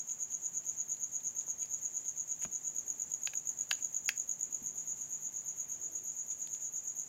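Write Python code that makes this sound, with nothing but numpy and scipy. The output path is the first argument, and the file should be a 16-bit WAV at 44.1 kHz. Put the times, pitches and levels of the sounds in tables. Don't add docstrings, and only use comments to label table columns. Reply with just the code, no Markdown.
import sys
import numpy as np
from scipy import signal
from scipy.fft import rfft, irfft, next_fast_len
from scipy.io import wavfile
from scipy.ndimage import map_coordinates

SR = 44100
rng = np.random.default_rng(int(sys.argv[2]) if len(sys.argv) > 2 else 0)


def transcribe(signal):
    frames = np.atleast_2d(signal).T
    limited = np.clip(frames, -1, 1)
    pcm = np.round(limited * 32767).astype(np.int16)
    wavfile.write(sys.argv[1], SR, pcm)


N = 312228
WALL_S = 0.004623


def cricket(chirps_per_s=8.55, uneven_db=0.3, sway_s=4e-6, drift_db=-9, octave_echo_db=7):
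    # time in seconds, lateness against the steady beat in seconds.
    lag = [(0.0, -0.0051), (1.05, -0.018), (1.17, -0.014), (2.46, -0.024), (2.69, -0.0194), (2.92, -0.0208),
           (3.98, -0.01), (5.26, -0.0165), (6.08, -0.0078), (6.43, -0.0124), (6.78, -0.024), (7.02, -0.026)]
    # time in seconds, rms level at the microphone in dB.
    loudness = [(0.0, -41.5), (0.23, -40), (1.05, -39.5), (2.57, -40.5), (4.21, -38.5), (4.8, -42),
                (4.91, -40), (5.03, -42), (7.02, -41.5)]
    moves = [2.7, 4.55]
    # delay in seconds, relative gain in dB.
    paths = [
        [(0, 6.6), (WALL_S, 5.3), (0.00818, -1.2), (.0112, 5), (0.021, 0), (0.013, -9), (0.032, -14),
         (0.031, -13)],
        [(0, 7), (.0025, 5.5), (.009, 1.5), (.0235, 1), (.04, -10)],
        [(0, 0.67), (WALL_S, -1.2), (.0085, -2), (0.028, -12), (0.015, -8), (0.03, -10), (0.025, -2)],
    ]
    diffuse_db = [5.5, 1.5, 3.5]
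    out, lead_s = np.zeros(N), 0.05
    tails = [room_tail() for _ in range(len(moves) + 1)]
    for beat in np.arange(0, N / SR, 1 / chirps_per_s):
        start = beat + np.interp(beat, *np.transpose(lag))
        db = np.interp(beat, *np.transpose(loudness)) + uneven_db * rng.normal()
        place = np.searchsorted(moves, start)
        echo = amp(diffuse_db[place]) * tails[place] + amp(drift_db) * room_tail()
        for delay, path_db in paths[place]:
            echo[round(abs(delay + sway_s * rng.normal()) * SR)] += amp(path_db)
        tone, octave = chirp(lead_s)
        octave_echo = echo / 2 + amp(octave_echo_db) * room_tail()
        heard = signal.fftconvolve(tone, echo) + signal.fftconvolve(octave, octave_echo)
        beat_rms = np.sqrt(np.sum(heard ** 2) * chirps_per_s / SR)
        add(out, start - lead_s, amp(db) * heard / beat_rms)
    return out


def chirp(lead_s, wing_hz=6810, width_hz=480, octave_db=-38, rasp_db=-18, scatter_s=0.00033):
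    # start from the chirp time and length in seconds, first and last pitch in Hz, gain in dB.
    strokes = [(-.043, 0.0085, 6750, 5940, -15.5), (-.0295, 0.011, 7080, 5960, -10),
               (-.0108, 0.01374, 7130, 5690, -6)]
    # frequency in Hz, gain in dB.
    radiation = [(10500, 2.5), (12200, -7.5), (13000, 7.5), (13500, -2), (14200, -9)]
    tone, octave = np.zeros((2, SR // 10))
    for offset, length, first_hz, last_hz, db in strokes:
        u = seconds(length) / length
        hz = first_hz + (last_hz - first_hz) * u ** 3
        hz *= 1 + 0.0047 * rng.normal() + 0.01008 * wobble(1513, len(u))
        phase = 2 * np.pi * np.cumsum(hz) / SR
        press = np.abs(np.sin(np.pi * u ** 2)) ** 1.35 * amp(db + rng.normal(0, 0.31))
        start = lead_s + offset + scatter_s * rng.normal()
        teeth = 1 + amp(rasp_db) * wobble(2064, len(u))
        add(tone, start, press * teeth * np.sin(phase))
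        octave_swell = np.sqrt(np.sin(np.pi * u)) * (1 + 0.752 * wobble(4500, len(u)))
        add(octave, start, octave_swell * np.sin(2 * phase))
    wing = lambda f: 1j * f * width_hz / (wing_hz ** 2 - f ** 2 + 1j * f * width_hz)
    return filtered(tone, wing), amp(octave_db) * coloured(octave, radiation)


def pen_taps(crack_t60=0.021, pivot_hz=2300, detune=0.02, onset_s=4e-5):
    # start in seconds, rms level of the first 5 ms in dB, tilt in dB per octave,
    # gain of the modes below the pivot in dB, crack relative to ring in dB.
    taps = [(3.273, -35, -2, -11.5, -11.5), (3.335, -45.5, -9.5, -12, -3), (3.712, -26, 2, -1, -6.5),
            (4.090, -25, 4.5, 4, 2)]
    # frequency in Hz, relative level in dB, t60 in seconds.
    modes = [(516, -19, 0.042), (801.5, -13, 0.031), (1020, -15.5, 0.0183), (1588, 2, 0.017),
             (1733, 0, 0.018), (2076, 0, 0.01), (2590, -1.5, 0.017), (3139.7, -1, 0.0074),
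             (3920, -2, 0.0075), (4700, -2.5, 0.0081), (5740, -5.5, 0.0053), (8300, -22, 0.0041),
             (11900, -13, 0.0033)]
    # frequency in Hz, relative level in dB.
    crack_colour = [(300, -12), (1000, -8.5), (1300, -3), (1600, 7), (2300, 9), (5000, -0.5), (8500, -9),
                    (11000, -10), (14000, -9), (16000, -4)]
    out, t = np.zeros(N), seconds(0.04)
    bass_cut = signal.butter(2, 800, "high", fs=SR, output="sos")
    for start, db, tilt_db, low_db, crack_db in taps:
        ring = np.zeros(len(t))
        for k, (hz, mode_db, t60) in enumerate(modes):
            shading_db = tilt_db * np.log2(hz / pivot_hz) + low_db * (hz < pivot_hz)
            gain = amp(mode_db + rng.normal() + shading_db)
            tuned_hz = hz * (1 + detune * rng.normal())
            ring += gain * decay(t, t60) * np.sin(2 * np.pi * tuned_hz * t + k * np.pi)
        ring *= 1 - np.exp(-t / onset_s)
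        crack = coloured(rng.standard_normal(len(t)) * decay(t, crack_t60), crack_colour)
        blow = signal.sosfilt(bass_cut, unit(ring) + amp(crack_db) * unit(crack))
        add(out, start, amp(db) * blow / np.std(blow[:SR // 200]))
    return out


def pen_ticks(t60=0.011):
    # start in seconds, peak level in dB.
    ticks = [(.097, -43.5), (.283, -51.5), (.322, -46.5), (0.637, -49.5), (0.816, -52), (.944, -50),
             (.970, -48), (1.206, -49), (1.410, -44.5), (1.623, -43.5), (1.633, -49), (1.657, -44.5),
             (1.672, -51.5), (2.054, -45.5), (5.989, -48.5), (6.316, -44.5), (6.473, -37), (6.549, -43.5)]
    # frequency in Hz, relative level in dB.
    colour = [(300, -36), (1500, -24), (2500, -9), (4800, -6.5), (8500, -21.5), (12000, -13.5),
              (16000, -55)]
    out, t = np.zeros(N), seconds(0.084)
    for start, db in ticks:
        tick = coloured(rng.standard_normal(len(t)) * decay(t, t60), colour)
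        add(out, start, amp(db) * tick / np.abs(tick).max())
    return out


def pen_slides(grain_db=3):
    # start in seconds, length in seconds, rms level in dB.
    slides = [(1.603, 0.0553, -66), (2.409, 0.0539, -55), (3.772, 0.04, -64)]
    # frequency in Hz, relative level in dB.
    colour = [(300, 1.5), (1500, -3.5), (2500, 9.5), (4000, -6.5), (9000, -4.5), (16000, -4)]
    out = np.zeros(N)
    for start, length, db in slides:
        u = seconds(length) / length
        grains = rng.standard_normal(len(u)) * amp(grain_db * wobble(340, len(u)))
        add(out, start, amp(db) * unit(coloured(grains, colour) * np.sin(np.pi * u)))
    return out


def hand_knocks():
    # start in seconds, initial rms level in dB, t60 in seconds,
    # strongest frequency in Hz, treble corner in Hz.
    knocks = [(1.478, -55, 0.036, 200.7, 1000), (2.449, -39.5, 0.028, 200, 2530),
              (2.454, -51, 0.147, 84.05, 265), (4.617, -50, 0.12, 152, 201)]
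    out, t = np.zeros(N), seconds(0.084)
    for start, db, t60, low_hz, dull_hz in knocks:
        colour = [(low_hz / 2, -14), (low_hz, 0), (dull_hz, -5), (2 * dull_hz, -25), (10 * dull_hz, -60)]
        thud = unit(coloured(rng.standard_normal(len(t)), colour))
        add(out, start, amp(db) * thud * decay(t, t60))
    return out


def hand_rustle():
    # start in seconds, length in seconds, rms level in dB.
    shifts = [(2.579, 0.474, -72.5), (4.302, 0.63, -74), (5.682, 0.49, -71)]
    # frequency in Hz, relative level in dB.
    colour = [(120, -19), (260, -6.5), (360, 0), (480, -6.5), (700, -13), (2000, -27), (6000, -71.5)]
    out = np.zeros(N)
    for start, length, db in shifts:
        u = seconds(length) / length
        swell = coloured(rng.standard_normal(len(u)), colour) * np.sin(np.pi * u)
        add(out, start, amp(db) * unit(swell))
    return out


def far_crickets(level_db=-54, shimmer_db=2.5):
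    # frequency in Hz, relative spectral density in dB.
    bands = [(5000, -35), (5700, -25), (5900, -19.5), (6300, -9), (6800, -4), (7150, -4), (7450, -8.5),
             (7700, -24), (8100, -28.5), (9500, -45.5), (13600, -34), (14300, -31), (14900, -61)]
    return unit(coloured(rng.standard_normal(N), bands)) * amp(level_db + shimmer_db * wobble(43, N))


def room_tail(build_s=0.0016):
    # frequency in Hz, t60 in seconds.
    reverb_times = [(200, 0.29), (2000, .2), (6800, 0.2354), (14000, 0.086)]
    hz, t, spectrum = signal.stft(rng.standard_normal(SR // 3), SR, nperseg=256)
    fade = decay(t, along(reverb_times, hz)[:, None])
    rise = 1 - np.exp(-t / build_s)
    tail = signal.istft(spectrum * fade * rise, SR, nperseg=256)[1]
    return tail / np.linalg.norm(tail)


def air(level_db=-64, patchy_db=0.54):
    # frequency in Hz, relative spectral density in dB.
    colour = [(25, -16), (42, -17), (57, -2.5), (80, -3), (150, -0.5), (320, -4.5), (750, -7), (1250, -12),
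              (2500, -14), (4500, -19.5), (9500, -27.5), (11500, -19.5), (13500, -17), (15200, -19.5)]
    # frequency in Hz, side signal relative to mid in dB.
    width = [(30, -25.5), (100, -19.5), (350, -16.5), (4000, -6.5), (9000, -21.5), (14000, -7)]
    noise = unit(coloured(rng.standard_normal((2, N)), colour))
    mid, side = noise * amp(level_db + patchy_db * wobble(3.68, N))
    side = coloured(side, width)
    return mid + np.array([side, -side])


def hum(waver_db=1.94, waver_rad=0.41):
    # frequency in Hz, rms level in dB.
    tones = [(154, -78), (240, -79), (680, -86), (874, -82)]
    out, t = np.zeros(N), np.arange(N) / SR
    for hz, db in tones:
        peak = np.sqrt(2) * amp(db + waver_db * wobble(1.976, N))
        out += peak * np.sin(2 * np.pi * hz * t + waver_rad * wobble(12, N))
    return out


def amp(db):
    return 10 ** (np.asarray(db) / 20)


def decay(t, t60):
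    return amp(-60 * t / t60)


def unit(x):
    return x / np.sqrt(np.mean(x ** 2) + 1e-20)


def along(points, hz):
    knots_hz, values = np.transpose(points)
    return np.interp(np.log(hz + 1), np.log(knots_hz + 1), values)


def seconds(length):
    return np.arange(int(length * SR)) / SR


def wobble(rate, size):
    knots = rng.standard_normal(int(size * rate / SR) + 4)
    return map_coordinates(knots, [np.arange(size) * rate / SR])


def filtered(x, response):
    n = x.shape[-1]
    padded = next_fast_len(n + 2048)
    return irfft(rfft(x, padded) * response(np.fft.rfftfreq(padded, 1 / SR)), padded)[..., :n]


def coloured(x, points):
    return filtered(x, lambda hz: amp(along(points, hz)))


def add(track, start, sound):
    i = round(start * SR)
    part = sound[max(-i, 0):max(len(track) - i, 0)]
    track[max(i, 0):max(i, 0) + len(part)] += part


def scene(room_db=-19, spread_db=-28):
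    close = pen_taps() + pen_ticks() + pen_slides() + hand_knocks()
    echo = amp(room_db) * signal.fftconvolve(close, room_tail())[:N]
    side = amp(spread_db) * signal.fftconvolve(close, room_tail())[:N]
    mid = cricket() + far_crickets() + hand_rustle() + close + echo
    return mid + np.array([side, -side]) + air() + hum()


def record(dry, top_hz=15780):
    return filtered(dry, lambda hz: hz < top_hz)


dry = scene()
out = record(dry)
transcribe(out)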